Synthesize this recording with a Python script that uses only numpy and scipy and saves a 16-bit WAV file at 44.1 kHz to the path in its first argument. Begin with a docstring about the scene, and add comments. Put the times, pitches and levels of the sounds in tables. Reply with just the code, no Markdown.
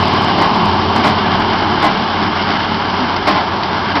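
"""Tractor and square baler

A diesel tractor draws slowly away over a mown field, towing a baler. Periodic firing makes the
exhaust drone and the block rattle over a low roar. The pickup's tines tick through the hay, the
drive clatters and its chains ring. About every 0.7 s a plunger blow or a dull thud excites the
baler's steel resonances. A small camera picks it up in a narrow band and overloads on the blows."""
import sys
import numpy as np
from scipy import signal
from scipy.fft import rfft, irfft
from scipy.io import wavfile

SR = 44100
rng = np.random.default_rng(int(sys.argv[2]) if len(sys.argv) > 2 else 0)


def transcribe(u):
    """Save the signal u as a 16-bit wav file named by the first command-line argument.

    u: samples, shape (n,) or (channels, n), limited to [-1, 1]; the rate is SR.
    q: integer samples, one column per channel.
    """
    v = np.clip(np.atleast_2d(u).T, -1, 1)
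    q = np.round(v * 32767).astype(np.int16)
    wavfile.write(sys.argv[1], SR, q)


N = 176400
T, HZ = np.arange(N) / SR, np.fft.rfftfreq(N, 1 / SR)


def amp(db):
    """Amplitude ratio of a level in decibels."""
    return 10 ** (np.asarray(db) / 20)

def unit(x):
    """Normalisation to rms 1."""
    return x / np.sqrt(np.mean(x ** 2) + 1e-20)

def curve(points):
    """Linear interpolation of (time [s], value) points."""
    return np.interp(T, *np.transpose(points))

def colour(x, spectrum, tilt_db=0):
    """Spectral shaping, with a tilt per octave; the result has rms 1."""
    hz, db = np.transpose(spectrum)
    octave = np.log2(HZ + 1)
    gain = amp(np.interp(octave, np.log2(hz + 1), db) + tilt_db * octave)
    return unit(irfft(rfft(x) * gain, N))

def drift(rate_hz):
    """Low-pass noise: a random wander of rms 1."""
    return unit(irfft(rfft(rng.standard_normal(N)) * np.exp(-(HZ / rate_hz) ** 2), N))

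def envelope(start, rise, hold, decay):
    """Linear attack, hold and exponential decay, all in seconds."""
    attack = np.clip((T - start) / rise, 0, 1)
    return attack * np.exp(-np.maximum(T - start - rise - hold, 0) / decay)

def tone(hz, wander_hz, rate_hz):
    """Random frequency modulation broadens a partial of rms 1."""
    cycles = np.cumsum(hz + wander_hz * drift(rate_hz)) / SR
    return unit(np.cos(2 * np.pi * (cycles + rng.random())))


# engine speed (time [s], four-stroke cycle rate [Hz])
CYCLE_RATE = [(0, 18.25), (.4, 18.27), (.62, 18.09), (1, 18.25), (1.6, 18.27), (2.05, 18.07), (2.9, 18.27),
              (3.5, 18.17), (4, 18.22)]

def engine_cycles():
    """Phase, in cycles, is the integral of a speed that sags under the plunger's load."""
    return np.cumsum(curve(CYCLE_RATE)) / SR

# exhaust spectrum (multiple of the cycle rate, relative level [dB])
EXHAUST_HARMONICS = [(6, -4.5), (7, -8.5), (8, -6), (9, -7.5), (10, 0), (11, -2.5), (12, 1), (14, -3.5),
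                     (17, -3.5), (18, -14), (20, -3.5), (21, -6.5), (22, -8), (24, -6.5)]
# exhaust as the tractor draws away (time [s], gain [dB])
EXHAUST_GAIN = [(0, 2.5), (.6, 2.5), (1.1, 1), (1.6, -0.5), (2.1, -2.5), (2.6, -3), (3.05, -4.5),
                (3.2, -15), (3.6, -8), (4, -5.5)]

def exhaust(cycles, level_db=-22.5, waver=.27, jitter_rad=.32):
    """Periodic gas pulses give a harmonic series; each partial wavers in amplitude and phase."""
    drone = np.zeros(N)
    for order, db in EXHAUST_HARMONICS:
        strength = amp(db) * (1 + waver * drift(5.1))
        phase = 2 * np.pi * (order * cycles + rng.random()) + jitter_rad * drift(4.3)
        drone += strength * np.cos(phase)
    return amp(level_db + curve(EXHAUST_GAIN)) * unit(drone)

# deep engine boom (time [s], level [dB])
BOOM_LEVEL = [(0, -22.5), (.35, -32), (.55, -49), (.7, -25), (1.4, -27), (1.77, -27.5), (1.9, -44),
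              (2.1, -31), (3.2, -33), (4, -32)]

def boom(cycles, order=5):
    """One low harmonic of the engine cycle swells and fades."""
    return amp(curve(BOOM_LEVEL) + .64 * drift(10)) * unit(np.cos(2 * np.pi * order * cycles))

# resonances of the block and covers (frequency [Hz], relative level [dB])
BLOCK_SPECTRUM = [(60, -41.5), (450, -17), (540, -2.5), (640, -5), (740, 0.5), (1020, -1), (1160, 3),
                  (1280, -23), (1650, -20.5), (2400, -15), (5500, -16)]
# knock and rattle together (time [s], gain [dB])
BLOCK_GAIN = [(0, 3.5), (.6, 2.5), (1.1, .5), (1.6, -2), (2.1, -0.5), (2.6, -6), (3.05, -1), (3.2, -7),
              (3.6, -2), (4, -8.5)]

def engine_block(cycles, cylinders=6, knock_db=-23, rattle_db=-21.5, knock_from_hz=620):
    """Forced vibration: firing drives the block with a knock pattern each cycle and a random rattle."""
    firing = np.exp(-(cycles * cylinders % 1) / 1.8)  # decay constant in firing intervals
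    pattern = irfft(np.exp(2j * np.pi * rng.random(size=601)))  # flat spectrum, random phases
    knocks = firing * np.interp(cycles % 1, np.linspace(0, 1, len(pattern)), pattern)
    highpass = signal.butter(4, knock_from_hz, "high", fs=SR, output="sos")
    knock = colour(signal.sosfilt(highpass, knocks), BLOCK_SPECTRUM)
    rattle = colour(firing * rng.standard_normal(N), BLOCK_SPECTRUM)
    return amp(curve(BLOCK_GAIN)) * (amp(knock_db) * knock + amp(rattle_db) * rattle)

# driveline and tyre noise (frequency [Hz], relative level [dB])
ROAR_SPECTRUM = [(20, -17), (60, -10), (100, -2.5), (140, -4.5), (205, 1.5), (260, -6), (400, 0),
                 (520, -16.5), (900, 3.5), (3000, -40)]
# swell of that noise (time [s], gain [dB])
ROAR_GAIN = [(0, -3), (.6, 2.5), (1.1, .5), (1.6, 1.5), (2.1, -1), (2.6, -2.5), (3.05, -2), (3.2, -1),
             (3.6, -0.5), (4, -2)]

def driveline_and_tyres(level_db=-19):
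    """Aperiodic vibration has a continuous spectrum, heard as a low roar."""
    roar = colour(rng.standard_normal(N), ROAR_SPECTRUM)
    return roar * amp(level_db + curve(ROAR_GAIN) + .5 * drift(5.8))

# drive and sheet metal (frequency [Hz], relative level [dB])
CLATTER_SPECTRUM = [(100, -14), (310, -1.5), (520, -12.5), (700, -0.5), (880, -5), (1150, -2), (1330, -3),
                    (1680, -3.5), (1860, -13.5), (2120, -6.5), (2550, -17), (3300, -11.5), (3900, -21),
                    (5000, -17.5), (6000, -17)]
# ticks of the pickup tines (frequency [Hz], relative level [dB])
TINE_SPECTRUM = [(300, -25.5), (1000, -11.5), (1600, 5), (2500, -3.5), (3200, 2.5), (3900, -1), (5000, 1),
                 (6000, -1.5)]
# clatter and tines together (time [s], gain [dB])
BALER_GAIN = [(0, 2), (.7, -1), (1.25, 2.5), (1.7, 2), (2.1, 1), (2.5, 4), (2.85, 0.5), (3.05, 2.5),
              (3.2, 0), (3.4, 2.5), (3.55, -1.5), (4, 2)]

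def drive_and_pickup(clatter_db=-20.5, tines_db=-26, ticks_per_s=2200, rotor_hz=7.8):
    """Amplitude modulation: the clatter flutters, and the feed rotor pulses the tines' shot noise."""
    clatter = amp(clatter_db + 1.43 * drift(39)) * colour(rng.standard_normal(N), CLATTER_SPECTRUM)
    ticks = (rng.random(N) < ticks_per_s / SR) * rng.choice([-1, 1], N)
    ticks = ticks * amp(4.5 * np.minimum(rng.exponential(1, N), 4))  # a few stand out
    rotor = 1 + .22 * np.cos(2 * np.pi * rotor_hz * (T - .055))
    tines = amp(tines_db + 1.5 * drift(76)) * rotor * colour(ticks, TINE_SPECTRUM)
    return amp(curve(BALER_GAIN)) * (clatter + tines)

# resonances of the bale chamber (frequency [Hz], relative level [dB])
CHAMBER_SPECTRUM = [(40, -29.5), (150, -19.5), (300, -4), (520, -10), (700, -3), (980, -3), (1350, -7.5),
                    (1800, -11.5), (2100, -9.5), (2600, -15.5), (4000, -18), (6000, -18.5)]
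# modes of the steel panels (frequency [Hz], relative level [dB])
PANEL_MODES = [(296, -3.5), (620, -1), (826, 1.5), (880, -14), (1045, 3.5), (1464, -7.5), (2050, -11.5),
               (2277, -14.5)]
# plunger blows, the first struck in two quick parts (time [s], level [dB], hold [s], decay [s], noise tilt
# [dB/octave],
PLUNGER_BLOWS = [(0.38, -15.5, 0.014, 0.014, 1, -1, -2), (0.413, -15.5, 0.017, 0.033, 0.8, -4, -2),
                 (0.959, -16, 0.018, 0.015, 0, -17, 0), (1.035, -12, 0.032, 0.033, 0, -2.5, -2),
                 (1.824, -13, 0.037, 0.034, -0.5, 0.5, 4), (3.27, -9, 0.012, 0.059, 1.2, -3.5, -2),
                 (3.357, -19.5, .03, 0.012, -.5, -1, 4.5), (3.952, -11.5, 0.015, 0.018, 0.5, -9.5, -16)]

def plunger(crack_db=2.5):
    """Impact excitation: each blow cracks, and the chamber and its panels ring in a damped crash."""
    out = np.zeros(N)
    modes = [(np.log2(hz), db, tone(hz, wander_hz=13.97, rate_hz=36.2)) for hz, db in PANEL_MODES]
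    for start, db, hold, decay, tilt, ring_db, ring_tilt in PLUNGER_BLOWS:
        crash = colour(rng.standard_normal(N), CHAMBER_SPECTRUM, tilt)
        ring = unit(sum(amp(level + ring_tilt * octave) * mode for octave, level, mode in modes))
        body = envelope(start, .005, hold, decay) * (crash + amp(ring_db) * ring)
        bright_noise = colour(rng.standard_normal(N), CHAMBER_SPECTRUM, tilt + 4.5)
        crack = envelope(start, .001, .0018, .0057) * bright_noise
        out += amp(db) * (body + amp(crack_db) * crack)
    return out

# strikes of loose parts (time [s], level [dB])
CLANK_STRIKES = [(1.346, -21), (1.531, -11), (2.515, -12), (2.64, -26), (3.164, -10), (3.633, -9.5)]

def loose_parts(decay_s=.0076):
    """Brief contacts excite a wide band: sharp clanks coloured by the chamber's resonances."""
    clank = colour(rng.standard_normal(N), CHAMBER_SPECTRUM, tilt_db=2)
    return clank * sum(amp(db) * envelope(start, .00055, .002, decay_s) for start, db in CLANK_STRIKES)

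# dull thuds of the frame (time [s], level [dB])
FRAME_THUDS = [(.96, -18.5), (1.05, -22), (2.21, -26.5), (2.71, -24.5), (2.99, -19), (3.29, -21)]

def frame(mode_hz=229, rise_s=.027):
    """A damped low resonance of the frame swells and dies away in each thud."""
    out = np.zeros(N)
    for start, db in FRAME_THUDS:
        age = np.maximum(T - start, 0) / rise_s
        out += amp(db) * age * np.exp(1 - age) * tone(mode_hz, wander_hz=40, rate_hz=50)
    return out

# modes of the drive chains (frequency [Hz], rms wander [Hz], level [dB])
CHAIN_MODES = [(2836, 39.7, -38), (3071, 48, -34.5)]
# swell of their ring (time [s], gain [dB])
CHAIN_GAIN = [(0, 5), (.2, 3.5), (.7, 1.5), (1.1, 3), (2, 1), (2.25, -1.5), (2.55, 1), (3.1, -2), (3.6, -5),
              (4, -2)]

def chains():
    """Narrow-band resonance: two high partials flicker in level and pitch."""
    ring = sum(amp(db + 2 * drift(90)) * tone(hz, wander, rate_hz=120) for hz, wander, db in CHAIN_MODES)
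    return amp(curve(CHAIN_GAIN)) * ring


def scene():
    """Superposition of tractor and baler in the open air, in one channel."""
    cycles = engine_cycles()
    tractor = exhaust(cycles) + boom(cycles) + engine_block(cycles) + driveline_and_tyres()
    baler = drive_and_pickup() + chains() + plunger() + frame() + loose_parts()
    return (tractor + baler)[None]

def record(dry, edge_hz=5425, edge_width_hz=236, ceiling=.715, knee=60):
    """Band limiting and saturation: the camera cuts the treble, clips peaks and filters the result."""
    passband = 1 / (1 + np.exp(np.clip((HZ - edge_hz) / edge_width_hz, -20, 20)))
    steep_cut = 1 / (1 + (HZ / 6072) ** 120)
    narrow = irfft(rfft(dry) * passband * steep_cut, N)
    clipped = narrow / (1 + abs(narrow / ceiling) ** knee) ** (1 / knee)
    lowpass = signal.firwin(511, 15800, window=("kaiser", 9), fs=SR)
    return signal.oaconvolve(clipped, lowpass[None], "same")


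dry = scene()
out = record(dry)
transcribe(out)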